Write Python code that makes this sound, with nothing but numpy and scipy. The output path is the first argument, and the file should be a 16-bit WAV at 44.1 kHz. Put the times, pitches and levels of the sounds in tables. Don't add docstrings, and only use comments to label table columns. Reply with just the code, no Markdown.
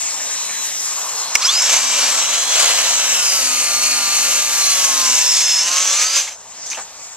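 import sys
import numpy as np
from scipy import signal
from scipy.io import wavfile
from scipy.ndimage import uniform_filter1d, map_coordinates

SR = 44100
rng = np.random.default_rng(int(sys.argv[2]) if len(sys.argv) > 2 else 0)


def master_out(mix):
    frames = np.transpose(np.atleast_2d(mix))
    ceiling = np.clip(frames, -1, 1)
    pcm = np.round(ceiling * 32767).astype(np.int16)
    wavfile.write(sys.argv[1], SR, pcm)


def attenuation_scalar(level_db):
    decades = np.asarray(level_db, float) / 20
    return 10 ** decades


N = 315756
TIME = np.arange(N) / SR
MESH, TURN = 0.552, 0.023
FREE_HZ = 2900
SWITCH_ON_S = 1.35


def rms_one(x):
    return x / np.sqrt(np.mean(x ** 2) + 1e-20)


def in_time(rows):
    s, *columns = np.transpose(rows)
    return [np.interp(TIME, s, c) for c in columns]


def at_hz(points, hz):
    points_hz, db = np.array(points).T
    return np.interp(np.log(hz), np.log(points_hz), db)


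def between(start, stop, fade):
    return np.interp(TIME, [start - fade, start, stop, stop + fade], [0, 1, 1, 0])


def swells(rows):
    return sum(db * np.exp(-((TIME - s) / length) ** 2) for s, db, length in rows)


def drift(rate):
    r = np.exp(-80 * np.pi * rate / SR)
    white = rng.standard_normal(N // 40 + 2002)
    slow = signal.lfilter([1], [1, -2 * r, r * r], white)[2000:]
    slow = rms_one(slow - slow.mean())
    return np.interp(np.arange(N) / 40, np.arange(len(slow)), slow)


def resonance(x, hz, width):
    r = np.exp(-np.pi * width / SR)
    poles = [1, -2 * r * np.cos(2 * np.pi * hz / SR), r * r]
    return signal.lfilter([(1 - r * r) / 2, 0, (r * r - 1) / 2], poles, x)


def lifted(hz, modes):
    power = 1
    for f, width, db in modes:
        power = power + attenuation_scalar(db) ** 2 / (1 + (2 * (hz[::40] - f) / width) ** 2) ** 2
    return np.interp(np.arange(N), np.arange(N)[::40], 10 * np.log10(power))


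def whine(hz, lines, wobble, waver_db):
    turn = 2 * np.pi * np.cumsum(hz) / SR
    out = np.zeros(N)
    for k, db in lines:
        level = np.sqrt(2) * attenuation_scalar(db + waver_db * drift(7.5))
        out += level * np.sin(k * turn + wobble * drift(160) + rng.uniform(0, 7.2))
    return out


# f/Hz, level/dB
SCATTERED = [(60, -14), (200, -10.5), (700, -23), (2200, -17.5), (5000, -6), (12000, -1.5)]


def hiss(colour, zones_hz, zones_db, shared_db, own_db, repeating=0):
    edges = 50 * 2 ** (np.arange(26) / 3)
    centres = np.sqrt(edges[1:] * edges[:-1])
    zone = np.searchsorted(zones_hz, centres)
    power = attenuation_scalar(at_hz(colour, centres)) ** 2 * np.diff(edges)
    white = rng.standard_normal((2, 3, N))
    white[:, 0] = rms_one(white[:, 0] + repeating)
    together = drift(3.2) + drift(45)
    out = np.zeros((3, N))
    for k, hz in enumerate(centres):
        band_filter = signal.butter(2, edges[k:k + 2], "band", fs=SR, output="sos")
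        band = signal.sosfilt(band_filter, white[k % 2])
        zone_power = power[zone == max(zone[k], 1)].sum()
        share = np.sqrt(power[k] / zone_power * SR / 2 / (edges[k + 1] - edges[k]))
        gain = share * attenuation_scalar(zones_db[zone[k]] + shared_db * together + own_db * drift(7.4))
        out[0] += gain * band[0]
        out[1:] += gain * attenuation_scalar(at_hz(SCATTERED, hz)) * band[1:]
    return out


# t/s, f/Hz
NEAR_SPEED = [(1.7, 2837), (2.0, 2833), (2.3, 2958), (2.62, 3047), (3.05, 2830), (3.4, 2360), (3.55, 2216),
              (3.7, 2151), (3.9, 2241), (4.05, 2145), (4.35, 2184), (4.6, 2130), (5.0, 1916), (5.2, 1792),
              (5.58, 1751), (5.72, 1932), (5.9, 2056), (6.22, 2590)]


def speed():
    spin_up_s, settle_s = 0.118, 0.32
    since = np.clip(TIME - SWITCH_ON_S, 0, 1)
    return in_time(NEAR_SPEED)[0] * (1 - np.exp(-since / spin_up_s - (since / settle_s) ** 3))


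# order, level/dB
COMMUTATOR_TONES = [(2, -56.5), (3, -58.5), (4, -59)]
# f/Hz, width/Hz, level/dB
HOUSING_MODES = [(3530, 450, 17), (3700, 200, 5), (4240, 300, 23), (4445, 77, 25.5), (4750, 180, 12),
                 (5170, 860, 31.5), (5550, 590, 23), (6380, 190, 7.5)]
# t/s, level/dB, length/s
LIGHT_LOAD = [
    (5.86, -11, .17),
    (1.37, -12, .03),
    (1.8, -8, .12),
]


def commutator():
    hz = speed()
    torque_db = 5 * between(1.43, 1.67, 0.03) + swells(LIGHT_LOAD)
    torque_db = torque_db + 10.5 * np.clip(FREE_HZ - hz, 0, 600) / 1000
    orders = []
    for k, db in COMMUTATOR_TONES:
        damped_db = np.clip((k * hz - 6450) / 40, 0, 14)
        orders.append((k, db + lifted(k * hz, HOUSING_MODES) + torque_db - damped_db))
    orders.append((2.86, -72 + torque_db + 28 * between(1.59, 1.5, 0.03)))
    throb = 1 + 0.3 * np.sin(2 * np.pi * np.cumsum(TURN * hz) / SR)
    unsteady = uniform_filter1d(np.abs(np.gradient(hz)) * SR / 2500, 2000)
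    return throb * whine(hz, orders, wobble=0.25 + 0.65 * np.sqrt(np.abs(unsteady)), waver_db=2.0)


# multiple of the mesh rate, level/dB
MESH_TONES = [(1, -47.5), (2, -50), (3, -57.5), (1.5, -57), (4.5, -63.5)]
# multiple of the cutter turn, level/dB
SIDE_TONES = [(12, -17), (14, -15), (16, -16), (18, -20), (20, -15.5), (28, -12), (32, -14), (36, -8)]
# f/Hz, width/Hz, level/dB
GEARBOX_MODES = [(1059, 152, 15.7), (1217, 190, 13.5), (1450, 120, 12), (2520, 350, 14), (3440, 230, 25.6),
                 (4700, 120, 11), (7050, 160, 3.7)]


def gears():
    hz = speed()
    slack_db = 16 * between(0.74, 2.05, 0.11)
    mesh = []
    for k, db in MESH_TONES:
        mesh.append((k * MESH, db + lifted(k * MESH * hz, GEARBOX_MODES) + slack_db * (k not in (1, 2))))
    mesh_db = uniform_filter1d(mesh[0][1], 9000)
    sides = [(k * TURN, mesh_db + db + 0.5 * lifted(k * TURN * hz, GEARBOX_MODES)) for k, db in SIDE_TONES]
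    return whine(hz, mesh, wobble=0.2, waver_db=2.0) + whine(hz, sides, wobble=0.3, waver_db=3.5)


# t/s, level/dB, length/s
PLANK_SWELLS = [
    (3.46, 9.5, 0.17),
    (4.0, 5, 0.16),
    (4.95, 3, 0.14),
]


def plank_hum():
    hz = speed()
    beats = whine(hz, [(k * TURN, 0) for k in range(3, 9)], wobble=0.1, waver_db=2.5)
    load_db = 2.5 * (FREE_HZ - hz) / 1000 * between(2.5, 4.99, 0.42)
    level_db = -51 + load_db + swells(PLANK_SWELLS)
    return attenuation_scalar(level_db) * resonance(beats, 259, 19.3) * between(1.62, 5.72, 0.24)


def near_motor():
    powered = between(1.4, 6.17, 0.03)
    return (commutator() + gears()) * powered + plank_hum()


# t/s, level/dB
PRESSURE = [(1.4, -22.5), (1.6, -18.5), (1.85, -20), (2.1, -19.5), (2.3, -21.5), (2.8, -19), (3.3, -19),
            (4.4, -19), (4.8, -18.5), (5.17, -17), (5.6, -20.5), (5.7, -20), (5.9, -20), (6.2, -23)]
# t/s, level/dB, length/s
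BLADE_BITES = [
    (1.46, 2, 0.014),
    (1.74, 4.5, 0.04),
    (2.35, 3, 0.044),
    (2.61, 3.5, 0.083),
    (4.85, 1.5, .02),
    (5.77, 2.5, 0.057),
    (6.02, 5.5, 0.032),
    (6.17, 6, 0.038),
]


def cutting_db():
    brake_s, brake_db_per_s = 6.22, 112.5
    return in_time(PRESSURE)[0] + swells(BLADE_BITES) - brake_db_per_s * np.maximum(TIME - brake_s, 0)


def lost_khz():
    return np.minimum(FREE_HZ - speed(), 1200) / 1000


def running():
    return between(1.46, 7, 0.1) * between(0, 6.33, 0.04)


def each_turn():
    turns = np.cumsum(TURN * speed()) / SR + 0.0012 * drift(6)
    one_turn = rng.standard_normal(800)
    return rms_one(map_coordinates(one_turn, [turns % 1 * 800], order=3, mode="grid-wrap"))


# f/Hz, level/dB (per Hz)
CUTTING_COLOUR = [(88, -58), (150, -29), (256, -16), (375, -29), (592, -5), (744, -7), (972, -6),
                  (1200, -7.5), (1510, -6), (2770, 0.5), (3840, -1.5), (4300, -1.5), (5110, -5.5),
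                  (6300, 1), (14300, -17)]


def cutting(near_lag):
    air_db, lost = cutting_db(), lost_khz()
    plank_db = air_db - 7.5 - 8 * lost
    housing_db = air_db - 1.5 - 2.5 * lost
    top_db = air_db - 13 + near_lag + 3.5 * between(3.23, 4.95, 0.2)
    under_db = np.minimum(uniform_filter1d(air_db, 20000), air_db + 4) - 13.0
    zones = [under_db, plank_db, housing_db, air_db, top_db]
    cut = hiss(CUTTING_COLOUR, [400, 1500, 4000, 8500], zones, shared_db=0.9, own_db=1.1,
               repeating=1.45 * each_turn())
    cut = running() * cut
    hollow = 0.1 + 0.5 * between(3.4, 4.8, 0.2)
    return cut - hollow * resonance(cut, 3410, 400)


# f/Hz, width/Hz, level/dB
CHIP_RINGS = [(6200, 220, 7), (2590, 450, -7), (7300, 2300, -17.5), (4700, 130, -72)]


def chips(near_lag):
    level_db = cutting_db() - 2 + 3 * lost_khz() - near_lag
    struck = rng.random(N) < 2500 * attenuation_scalar(4.5 * drift(50)) / SR
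    force = attenuation_scalar(1.4 * np.minimum(rng.exponential(1, N), 4))
    clicks = struck * force * rng.choice([-1, 1], N) + 1e-18
    ringing = sum(attenuation_scalar(db) * resonance(clicks, hz, width) for hz, width, db in CHIP_RINGS)
    return running() * attenuation_scalar(level_db) * rms_one(ringing)


# t/s, peak level/dB, ring f/Hz, second ring f/Hz, length/s
KNOCK_EVENTS = [(1.3525, 5, 2290, 5440, 0.0066), (1.62, -7, 7500, 7050, 0.01),
                (2.657, -5, 6550, 3000, 0.01), (6.023, -15, 6200, 2800, 0.0034),
                (6.187, -9.5, 5914, 2476, 0.017), (6.276, -18.5, 2224, 1190, 0.016),
                (6.66, -21, 6300, 6000, 0.024), (6.7, -15.5, 6200, 6100, 0.034),
                (6.714, -21.5, 2560, 2300, 0.014), (6.73, -15, 2400, 3620, 0.0066),
                (6.745, -19, 2760, 5800, 0.022), (6.772, -18.5, 875, 1150, 0.038)]


def knocks():
    out, t = np.zeros(N + 3000), np.arange(3000) / SR
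    for s, db, hz, second_hz, length in KNOCK_EVENTS:
        burst = rng.standard_normal(3000) * np.minimum(t / 0.0002, 1) * np.exp(-(t / length) ** 1.8)
        rings = resonance(burst, hz, 290) + 0.37 * resonance(burst, second_hz, 910)
        body = rings + attenuation_scalar(db / 2) * (0.019 * burst + 0.0022 * np.abs(burst))
        start = round(s * SR)
        out[start:start + 3000] += attenuation_scalar(db) * body / np.abs(body).max()
    return out[:N]


# t/s, f/Hz
FAR_MOTOR_SPEED = [(0.05, 1797), (.5, 2016), (.6, 1999), (.7, 1917), (.88, 1928), (.98, 1843), (1.12, 2119),
                   (1.29, 2072), (1.65, 1877), (1.8, 1919), (2.12, 1879), (2.4, 2048), (2.62, 2100),
                   (2.85, 2016), (3.0, 1980), (3.1, 1930), (3.27, 1840)]
# order, level/dB
FAR_TONES = [(1, -55), (2, -54), (3, -60), (4, -59), (5, -80)]
# f/Hz, width/Hz, level/dB
FAR_MODES = [(4000, 350, 16), (4150, 140, 21), (5800, 640, 27), (4750, 150, 15), (7400, 95, 22),
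             (7570, 370, 19), (8050, 600, 11), (9600, 530, -1)]
# t/s, level/dB, length/s
FAR_HELD_BACK = [
    (1.02, -14, .06),
    (1.48, -10, .12),
]


def far_motor():
    hz, = in_time(FAR_MOTOR_SPEED)
    fan_db = 10 * between(1.622, 4, 0.03)
    orders = [(k, db + lifted(k * hz, FAR_MODES) + fan_db * (k == 4)) for k, db in FAR_TONES]
    level_db = swells(FAR_HELD_BACK) + 5 * between(1.622, 4, 0.034)
    return whine(hz, orders, wobble=0.45, waver_db=1.5) * attenuation_scalar(level_db) * between(-1, 3.22, 0.051)


def far_bite():
    lumps = attenuation_scalar(2.5 * drift(25)) * between(0.885, 2.9, 0.06)
    return attenuation_scalar(-16) * lumps * resonance(rng.standard_normal(N), 1080, 170)


# f/Hz, level/dB (per Hz)
YARD_SPECTRUM = [(35, -62), (60, -32), (97, -38), (198, -19), (413, -23), (453, -7.5), (803, 0),
                 (1060, -2.5), (1300, -5), (1970, -10), (3490, -8.5), (3920, -10), (5160, -7), (6640, 0.5),
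                 (14500, -14)]
# t/s, level/dB, length/s
LEAF_GUSTS = [
    (.75, 4.5, 0.49),
]
# t/s, level/dB, length/s
INSECTS = [
    (.32, -0.5, .08),
    (.66, 2, 0.044),
]
# t/s, level/dB, length/s
DRAG = [
    (6.7, 4, 0.11),
]


def yard():
    quiet_s, under_cut_db = 6.38, -39.5
    level_db, rumble_db, top_db = in_time([
        (0, -26, -14.5, -12), (SWITCH_ON_S, -26, -14.5, -12),
        (1.6, under_cut_db, -8, -14), (3.2, under_cut_db, -8, -14),
        (6.1, under_cut_db - 9, 0, -26), (quiet_s, -37, -9, -16.5)])
    recover_db = -5.5 * np.exp(-np.abs(TIME - quiet_s) / 0.12)
    level_db = level_db + recover_db + swells(DRAG) + swells(INSECTS)
    rumble_db = rumble_db + 4 * between(6.3, 6.45, 0.07)
    rumble_db = rumble_db + 5 * between(1.0, 1.67, 0.085)
    lowest_db = level_db - 5.0 + 5 * between(5.5, 8, 0.1)
    zones = [lowest_db, level_db + rumble_db, level_db, level_db + top_db + swells(LEAF_GUSTS)]
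    around = hiss(YARD_SPECTRUM, [400, 1500, 8500], zones, shared_db=0.17, own_db=2.13)
    around = around + 0.5 * between(-1, 0.54, 0.2) * resonance(around, 1050, 150)
    return around + 0.12 * resonance(around, 6400, 650)


def mains_hum():
    return np.sqrt(2) * attenuation_scalar(-72 + 2.1 * drift(4)) * np.sin(2 * np.pi * 61 * TIME)


def port_wind():
    low = signal.butter(1, [30, 140], "band", fs=SR, output="sos")
    wind = signal.sosfilt(low, rng.standard_normal((3, N)))
    return attenuation_scalar(-62) * rms_one(wind[0] + 0.66 * wind[1:]) * attenuation_scalar([[1.2], [-1.2]])


def placed(x, lag):
    return np.array([map_coordinates(x, [np.arange(N) - lag], order=3, mode="nearest"), x])


# t/s, near tool lag/samples, surroundings lag/samples
MICROPHONE_SWING = [(0, 1.3, -0.1), (1.3, 4, 0.0013), (2.2, 4.74, 0.31), (2.8, 5.47, -1.1),
                    (4.7, 5.36, 1.5), (5.3, 4.84, 1.5), (5.8, 2.35, 1.4), (7.16, 3.56, -0.65)]


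def scene():
    near_lag, far_lag = in_time(MICROPHONE_SWING)
    cut = cutting(near_lag)
    near = cut[0] + near_motor() + chips(near_lag) + knocks()
    pan = attenuation_scalar(np.outer([1, -1], -0.8 + 0.13 * near_lag))
    near = pan * (placed(near, near_lag) + cut[1:])
    around = yard()
    far = attenuation_scalar([[0.4], [-0.4]]) * placed(around[0] + far_bite() + far_motor(), far_lag)
    return near + far + around[1:] + mains_hum() + port_wind()


def roll_off(x):
    return signal.sosfilt(signal.butter(12, 14730, fs=SR, output="sos"), x)


def record(dry):
    dry = dry + 0.5 * resonance(dry, 7160, 1600)
    muffle = signal.butter(4, 6730, fs=SR, output="sos")
    right = signal.sosfilt(muffle, dry[1])
    right = right + 0.38 * resonance(right, 6300, 1700) + attenuation_scalar(-29.5) * dry[1]
    overloaded = np.clip([dry[0], right], -0.99, 0.99)
    top_cut = signal.ellip(10, 1 / 2, 60, 14250, fs=SR, output="sos")
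    mix = signal.sosfilt(top_cut, overloaded)
    return roll_off(mix)


dry = scene()
out = record(dry)
master_out(out)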